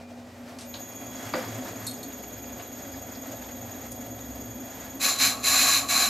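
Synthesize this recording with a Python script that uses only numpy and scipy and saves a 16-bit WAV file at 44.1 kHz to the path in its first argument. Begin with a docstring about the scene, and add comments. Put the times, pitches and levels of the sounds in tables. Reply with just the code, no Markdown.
"""An inverter-driven metal lathe, heard from just above the chuck in a small workshop.
At first a fan blows, as coloured noise, under faint steady tones, and the controls and gear train clack.
The drive comes on at 0.64 s and whines; the spindle overshoots with a knock, as noise rings the gears,
loose steel clinks, and all settles to a slow rumble of noise through the casting, with a deep drone.
From 5 s a tool bites a phenolic blank in four scrapes: brittle chips snap off and ring tool and post."""
import sys
import numpy as np
from scipy import signal
from scipy.fft import rfft, irfft, next_fast_len
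from scipy.io import wavfile
from scipy.ndimage import uniform_filter1d

SR = 44100
rng = np.random.default_rng(int(sys.argv[2]) if len(sys.argv) > 2 else 0)


def store_wav(level_fs):
    """Save 16-bit WAV to argv[1]."""
    pcm = np.round(np.clip(np.atleast_2d(level_fs), -1, 1) * 32767)
    wavfile.write(sys.argv[1], SR, pcm.T.astype(np.int16))


N = 268613
TIME = np.arange(N) / SR
TOP_HZ = 15600
DRIVE_ON_S = 0.64

# How fast the motor's magnetic field rotates. Each row: time in seconds, field rate in Hz.
FIELD_SPEED = [(0.6, 2), (0.85, 6), (1.0, 9), (1.1, 11), (1.25, 15), (1.45, 16.5), (1.65, 14), (1.8, 11.7),
               (1.95, 10.6), (2.2, 10.1)]
# Pushes of the tool into the blank. Each row: start in seconds, end in seconds, bite time in seconds,
# drive of the edge in dB, drive of the tool post in dB, graze afterwards in dB relative to the edge.
SCRAPES = [(4.993, 5.088, 0.019, -20, -32.5, -5), (5.174, 5.269, 0.018, -18, -31, -11),
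           (5.425, 5.773, 0.015, -19.5, -32.5, -8.5), (5.877, 6.058, 0.011, -21, -30.5, -10)]


def undb(db):
    """Decibels to gain."""
    return 10 ** (np.asarray(db) / 20)


def unit(x):
    """Scale to rms 1."""
    return x / np.sqrt(np.mean(x ** 2))


def curve(rows):
    """Points of (s, value), joined by straight lines in time."""
    rows = np.asarray(rows, float)
    return np.interp(TIME, rows[:, 0], rows[:, 1])


def noise():
    """White noise."""
    return rng.standard_normal(N)


def walk(rate):
    """Smooth random drift with rms 1, heading for a new value rate times a second."""
    hold = max(int(SR / rate), 1)
    steps = np.repeat(rng.standard_normal(N // hold + 1), hold)
    return unit(uniform_filter1d(steps, hold)[:N])


def envelope(start, end, attack_s, release_db_per_s):
    """Rise from start towards 1, then fade from end on."""
    rise = 1 - np.exp(-np.maximum(TIME - start, 0) / attack_s)
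    return rise * undb(-release_db_per_s * np.maximum(TIME - end, 0))


def shaped(x, response):
    """Pass x through a response given as a function of frequency."""
    size = next_fast_len(N + SR // 2, True)
    hz = np.maximum(np.arange(size // 2 + 1) * SR / size, 1)
    return irfft(rfft(x, size) * response(hz), size)[..., :N]


def colour(x, points):
    """Give x a smooth spectrum of (Hz, dB) points; rms 1."""
    at, db = np.transpose(points)
    return unit(shaped(x, lambda hz: undb(np.interp(np.log(hz), np.log(at), db))))


def ring(x, modes):
    """Let x drive damped (Hz, width, dB) modes, neighbours swinging in opposite senses; rms 1."""
    def response(hz):
        total = 0
        for k, (f, width, db) in enumerate(modes):
            resonance = 1 / (1 + 1j * (hz * hz - f * f) / (hz * width))
            total = total + (-1) ** k * undb(db) * resonance
        return total

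    return unit(shaped(x, response))


def workshop(x, t60, wet_db, column):
    """Near walls answer with a short noise tail, whose width between left and right varies with pitch."""
    # Stereo width of the room. Each row: frequency in Hz, side gain in dB for the machine,
    # side gain in dB for the cut.
    spread = np.transpose([(60, -28, -22), (250, -22, -12), (714, -11.5, -12.5), (1560, -7.5, -16),
                           (3040, -9.5, -16), (6940, -15, -16), (8000, -10, -11), (10500, -2, -8),
                           (11300, -3, -9), (12000, -31, -43)])
    age = TIME[:SR // 2]
    # the first reflection needs 3 ms
    tails = rng.standard_normal((2, len(age))) * np.exp(-np.log(1000) * age / t60) * (age > .003)
    tails /= np.sqrt(np.sum(tails ** 2, axis=1, keepdims=True))
    mid, side = (signal.fftconvolve(x, tail)[:N] for tail in tails)
    side = shaped(side, lambda hz: undb(np.interp(np.log(hz), np.log(spread[0]), spread[column])))
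    return x + undb(wet_db) * mid + side * np.array([[1], [-1]])


def air_and_tones(air_db=-49, flutter_db=-2.0, waver_db=3.3):
    """Rushing fan air is fluttering noise; over it lie faint sines that waver in level and phase."""
    # Faint steady tones, low hums and two high whistles.
    # Each row: frequency in Hz, level in dB rms before it wavers.
    steady_tones = [(91.5, -60), (242.2, -49), (424, -57), (549.1, -62), (1933, -67.5), (2417, -68.5)]
    # Spectrum of the air. Each row: frequency in Hz, relative density in dB per Hz.
    air_spectrum = [(20, -24), (60, -14), (110, -6), (150, -10), (240, -5.5), (300, -6), (440, -18),
                    (520, -1.5), (720, -1), (950, -12.5), (2000, -18.5), (3000, -21.5), (7000, -25),
                    (10000, -33.5), (15000, -40)]
    tones = 0
    for hz, db in steady_tones:
        tone = unit(np.sin(2 * np.pi * hz * TIME + 0.34 * walk(2.96)))
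        tones = tones + undb(db + waver_db * walk(7.8)) * tone
    return tones + undb(air_db + flutter_db * walk(23)) * colour(noise(), air_spectrum)


def tool_load(lag_s=0.077):
    """Load on the spindle, 0-1: the scrapes, smoothed by its inertia."""
    pushing = sum(1. * (TIME >= start) * (TIME < end) for start, end, *_ in SCRAPES)
    keep = np.exp(-1 / (lag_s * SR))
    return signal.lfilter([1 - keep], [1, -keep], pushing)


def churning():
    """The overshoot sets the gear train churning, and it calms slowly; strength 0-1."""
    return envelope(1.11, 1.17, attack_s=0.1, release_db_per_s=12.6)


def whine(turns, load, skirt_width=4.7, wobble=1.0, rough=0.12, sizzle_db=-59, gate_db=5, size=2048):
    """Windings sing at multiples of the switching rate; the pulse widths repeat each turn of the field."""
    # Lines at 1, 2, 3 and 4 times the switching rate. Each row: relative level in dB, buzzing skirt in dB,
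    # gain in dB per doubling of field rate, gain in dB during the run-up, throb once a turn in dB,
    # throb twice a turn in dB.
    whine_lines = [(-62.5, -5, 5.5, 4.5, 0.5, -0.5), (-49, -4, -1, 1.5, 1, -0.5), (-68, 4, 0, 3, 1, -3),
                   (-51.5, -18, -3.5, -3, 0, 5.5)]
    # Sizzle of the switching edges. Each row: frequency in Hz, relative density in dB per Hz.
    sizzle_spectrum = [(4000, -33), (6000, 2), (7300, 0.5), (8500, -6), (10800, -16), (11800, -1),
                       (12900, 9), (13600, 14), (14200, -38)]
    switching_hz, current_rise_s = 3333.5, 0.056
    whine_db, load_db = 1.5, -21

    angle = 2 * np.pi * turns
    doublings = np.log2(curve(FIELD_SPEED) / FIELD_SPEED[-1][1])
    # the motor pulls hard during the run-up
    run_up = envelope(0.59, 1.2, attack_s=0.1, release_db_per_s=33)
    skirt = (1 + (np.fft.fftfreq(size, 1 / size) / skirt_width) ** 2) ** -.7
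    # the switching edges bunch up four times a turn
    edges = noise() * undb(gate_db * np.cos(4 * angle))
    out = undb(sizzle_db) * colour(edges, sizzle_spectrum)
    for k, (db, skirt_db, speed_db, run_up_db, once_db, twice_db) in enumerate(whine_lines):
        # a wide comb of sidebands, spaced by the field rate, buzzes around each line
        cycle = np.fft.ifft(skirt * np.exp(2j * np.pi * rng.random(size)))
        buzz = np.interp(turns % 1 * size, np.arange(size), cycle / np.std(cycle))
        swing = np.exp(1j * wobble * np.sin(angle)) + undb(skirt_db) * buzz
        throb = undb(once_db * np.cos(angle) + twice_db * np.cos(2 * angle))
        throb = throb * (1 + rough * walk(150))
        line = np.real(swing * np.exp(2j * np.pi * (k + 1) * switching_hz * TIME))
        out = out + undb(db + speed_db * doublings + run_up_db * run_up) * unit(throb * line)
    current = 1 - np.exp(-np.maximum(TIME - DRIVE_ON_S, 0) / current_rise_s)
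    # the whine sinks while the tool cuts
    return out * current * undb(whine_db + load_db * load)


def headstock(turns, load, throb_db=1.0, grit_db=-1.0, flutter_db=-2.0, surge_db=0.57):
    """Gears and belt shake casting and stand as noise, under a gritty hiss; rumble and hiss grow with speed."""
    # Resonances of the casting. Each row: frequency in Hz, width in Hz, relative level in dB.
    casting_modes = [(113.2, 6.6, -2.5), (183.5, 63, -11), (260.3, 19.6, 2.5), (277.9, 11.3, 2),
                     (312, 90, -10), (499, 83, -9), (660, 284, -12.5)]
    # Growls of the motor, driving the spindle up and braking it back.
    # Each row: start in seconds, end in seconds, level in dB.
    growl_times = [(1.21, 1.283, -41), (1.447, 1.56, -42), (1.677, 1.89, -46.5)]
    # Deep drone of the stand. Each row: time in seconds, level in dB.
    drone_level = [(0, -66), (1.7, -64), (3.2, -55.5), (4.55, -50), (4.75, -57), (6.09, -53)]
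    # Resonances of the stand. Each row: frequency in Hz, width in Hz, relative level in dB.
    stand_modes = [(37, 3, -17), (64, 1.3, 3)]
    # Hiss of the running machine. # Each row: frequency in Hz, relative density in dB per Hz.
    hiss_spectrum = [(400, -8), (800, 3), (1100, 1), (1900, 1), (3000, -8), (5000, -8.5), (7500, -9.5),
                     (9000, -16), (11000, -17), (13600, -8), (14500, -46)]

    excess_hz = curve(FIELD_SPEED) - FIELD_SPEED[-1][1]
    # rumble and hiss swell in at 15 dB per second until the drive is on
    swell_db = -15 * np.maximum(DRIVE_ON_S - TIME, 0)

    shake = noise() * undb(throb_db * np.sin(4 * np.pi * turns))
    # the heavy casting passes neither the deepest bass nor treble
    passed = [(60, -32), (105, 2.5), (750, 3.5), (1100, -7.5), (3000, -19)]
    rumble = colour(ring(shake, casting_modes), passed)
    # braking loads the gears: deceleration of the field in Hz per second
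    braking = uniform_filter1d(np.maximum(-np.gradient(excess_hz) * SR, 0), SR // 10)
    rumble_db = -43.5 + 0.63 * excess_hz + 0.1453 * braking + 3 * load + swell_db

    # torque strains the casting's lowest mode
    growl = ring(ring(noise(), casting_modes[:1]), [(113, 37, 0)])
    strain = 0
    for start, end, db in growl_times:
        strain = strain + undb(db) * envelope(start, end, attack_s=0.036, release_db_per_s=152)

    drone = colour(ring(noise(), stand_modes), [(20, -12), (35, -4), (68, -2), (100, -15)])
    # part of the drone reaches the casting's lowest mode
    coupled = drone + undb(-1.5) * growl
    bass = strain * growl + undb(curve(drone_level)) * coupled

    grain_db = grit_db * walk(500) + flutter_db * walk(17) + surge_db * walk(4.96)
    hiss = colour(noise() * undb(grain_db), hiss_spectrum)
    running = undb(-50.5 + 0.33 * excess_hz + swell_db)
    hiss_level = np.hypot(running, undb(-42) * churning())
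    return bass + undb(rumble_db) * rumble + hiss_level * hiss


def chatter(ticks_per_s=45., spread_db=2.5, t60=0.058, running_db=-65, churning_db=-54):
    """Gear teeth tick at random as noise bursts once the drive is on, harder while the train churns."""
    # Resonances of light chatter in the gear train.
    # Each row: frequency in Hz, width in Hz, relative level in dB.
    chatter_modes = [(1880, 1050, 0), (3800, 290, -5.5), (4940, 490, -4.5)]
    age = TIME[:SR // 5]
    out = 0
    for hz, width, db in chatter_modes:
        ticks = rng.random(N) < ticks_per_s / len(chatter_modes) / SR
        ticks = ticks * undb(spread_db * np.clip(noise(), -2, 2))
        energy = signal.fftconvolve(ticks ** 2, np.exp(-2 * np.log(1000) * age / t60))[:N]
        out = out + undb(db) * ring(noise() * np.sqrt(np.abs(energy)), [(hz, width, 0)])
    return out * (undb(running_db) * (TIME > DRIVE_ON_S) + undb(churning_db) * churning())


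def blow(start, db, modes, top_hz, t60, tail_db, tail_t60):
    """A short rattling contact and its after-shake ring modes up to top_hz; db is the loudest 5 ms."""
    age = np.maximum(TIME - start, 0)
    fade = undb(-60 * age / t60) + undb(tail_db - 60 * age / tail_t60)
    softness = signal.butter(6, min(top_hz, TOP_HZ), fs=SR, output="sos")
    sound = signal.sosfilt(softness, ring(noise() * fade * (TIME >= start), modes))
    loudest = np.sqrt(uniform_filter1d(sound ** 2, SR // 200).max())
    return undb(db) * sound / loudest


def rattles():
    """Fading noise rings clacks, the knock of gears taking up their slack, and clinks of loose steel."""
    # Clacks of the controls and gear train. Each row: start in seconds, dry level in dB,
    # centre in Hz, width in Hz, decay of the contact by 60 dB in seconds.
    clack_hits = [(0.587, -42, 4070, 7400, 0.1), (0.609, -43.5, 5460, 5500, 0.18),
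                  (0.74, -37, 3850, 1360, 0.15), (0.743, -45, 860, 1190, 0.1),
                  (2.595, -42.5, 1900, 1710, 0.096), (2.937, -47.5, 1880, 500, 0.08),
                  (3.15, -49, 4900, 700, 0.11), (3.439, -49, 3550, 300, 0.042),
                  (3.919, -40, 9000, 6000, 0.05)]
    # Backlash knock and its rebound. Each row: start in seconds, dry level in dB.
    knock_hits = [(1.337, -23.5), (1.365, -42), (1.408, -42)]
    # Resonances of the knocked gears. Each row: frequency in Hz, width in Hz, relative level in dB.
    gear_modes = [(264, 14, 6.5), (336, 26, -4), (523, 39, 4.5), (805, 280, -9), (1210, 180, -5.5),
                  (2170, 600, -16), (3400, 440, -23.5), (4750, 320, -17.5)]
    # Clinks of loose steel. Each row: start in seconds, dry level in dB.
    clink_hits = [(1.867, -30.5), (1.911, -39.5), (2.029, -41.5)]
    # Resonances of the loose steel. Each row: frequency in Hz, width in Hz, relative level in dB.
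    steel_modes = [(3727, 120, 3.5), (4310, 180, 8), (7500, 910, -4), (8500, 390, 1), (9140, 340, -1),
                   (11500, 420, 0.5)]
    out = 0
    for start, db, hz, width, t60 in clack_hits:
        out = out + blow(start, db, [(hz, width, 0)], hz + width, t60, tail_db=-24, tail_t60=0.87)
    for start, db in knock_hits:
        out = out + blow(start, db, gear_modes, top_hz=5600, t60=0.05, tail_db=-11.0, tail_t60=0.7)
    for start, db in clink_hits:
        out = out + blow(start, db, steel_modes, top_hz=12600, t60=0.067, tail_db=-17.0, tail_t60=0.36)
    return out


def pressure():
    """Drive of cutting edge and tool post; the chip grows in both depth and width as the edge bites."""
    # The edge catches and jolts the post. Each row: start in seconds, drive of the post in dB.
    catches = [(5.525, -29), (5.668, -27.5)]
    edge, post = 0, 0
    for start, end, bite_s, edge_db, post_db, graze_db in SCRAPES:
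        depth = envelope(start, end, bite_s, release_db_per_s=0)
        # the edge backs out quickly; the heavier post follows more slowly
        push = envelope(start, end, bite_s, release_db_per_s=229)
        # between pushes the edge still grazes the blank, ever more lightly
        graze = undb(graze_db) * envelope(start, end, bite_s, release_db_per_s=97)
        edge = np.hypot(edge, undb(edge_db) * depth * np.maximum(push, graze))
        post_push = envelope(start, end, attack_s=0.045, release_db_per_s=100)
        post = np.maximum(post, undb(post_db) * post_push)
    for start, db in catches:
        jolt = envelope(start, start + 0.015, attack_s=0.0075, release_db_per_s=150)
        post = np.maximum(post, undb(db) * jolt)
    return edge, post


def cut(snaps_per_s=4000., spread_db=2.0, judder_db=0.14, rub=0.64, tool_db=-3.0, chips_db=-6,
        wander_db=1.0, uneven_db=0.52, shudder_db=1.4):
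    """Chips snap off densely and unevenly; their force rings tool and post and is also heard directly."""
    # Resonances of the tool post. Each row: frequency in Hz, width in Hz, relative level in dB.
    post_modes = [(715, 89, -9.5), (1100, 36, 4.5), (1140, 79, 0), (1300, 125, -7.5)]
    # Resonances of the tool. Each row: frequency in Hz, width in Hz, relative level in dB.
    tool_modes = [(1657, 96, -3.5), (2220, 83, -10), (2370, 180, -7), (4020, 67, 2), (4082, 70, 5),
                  (4194, 104, 0.5), (4600, 73, -21), (5160, 180, -7), (6150, 130, -0.5), (7040, 68, -21),
                  (7135, 79, 6), (7150, 130, -23), (10660, 100, -6), (11500, 400, -20), (13260, 380, -13)]
    # Crackle of the chips themselves. Each row: frequency in Hz, relative density in dB per Hz.
    chip_spectrum = [(400, -22), (750, -13.5), (1500, 1), (2600, 8), (3200, -9.5), (4200, -8), (5600, 4),
                     (7400, 9), (8300, -6), (9200, -5), (10400, 5), (12300, 0), (13800, 3), (15000, -33)]

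    sizes = undb(spread_db * np.minimum(rng.exponential(size=N), 3))
    snaps = (rng.random(N) < snaps_per_s / SR) * np.sign(noise()) * sizes
    force = (unit(snaps) + rub * noise()) * undb(judder_db * walk(260))
    # random signs free the crackle from the phase of the ringing
    crackle = colour(force * np.sign(noise()), chip_spectrum)

    # the point of contact wanders along the edge, favouring now one set of modes, now another
    ringing = 0
    for k in range(3):
        modes = tool_modes[k::3]
        power = sum(width * undb(2 * db) for _, width, db in modes)
        ringing = ringing + np.sqrt(power) * ring(force * undb(wander_db * walk(40)), modes)
    edge = undb(tool_db) * unit(ringing) + undb(chips_db) * crackle
    post = colour(ring(force, post_modes), [(300, -37), (650, 4), (1400, -2.5), (3000, -13)])
    on_edge, on_post = pressure()
    return on_edge * undb(uneven_db * walk(46)) * edge + on_post * undb(shudder_db * walk(33)) * post


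def scene():
    """The running machine surrounds the listener and its knocks echo; the cut is right underneath."""
    turns = np.cumsum(curve(FIELD_SPEED)) / SR
    load = tool_load()
    steady = air_and_tones() + whine(turns, load) + headstock(turns, load)
    return (workshop(steady, t60=0.079, wet_db=-19, column=1)
            + workshop(chatter() + rattles(), t60=0.17, wet_db=-9, column=1)
            + workshop(cut(), t60=0.087, wet_db=-9, column=2))


def record(dry):
    """A steep low-pass cuts the top."""
    return signal.sosfilt(signal.ellip(8, .2, 70, TOP_HZ, fs=SR, output="sos"), dry)


dry = scene()
out = record(dry)
store_wav(out)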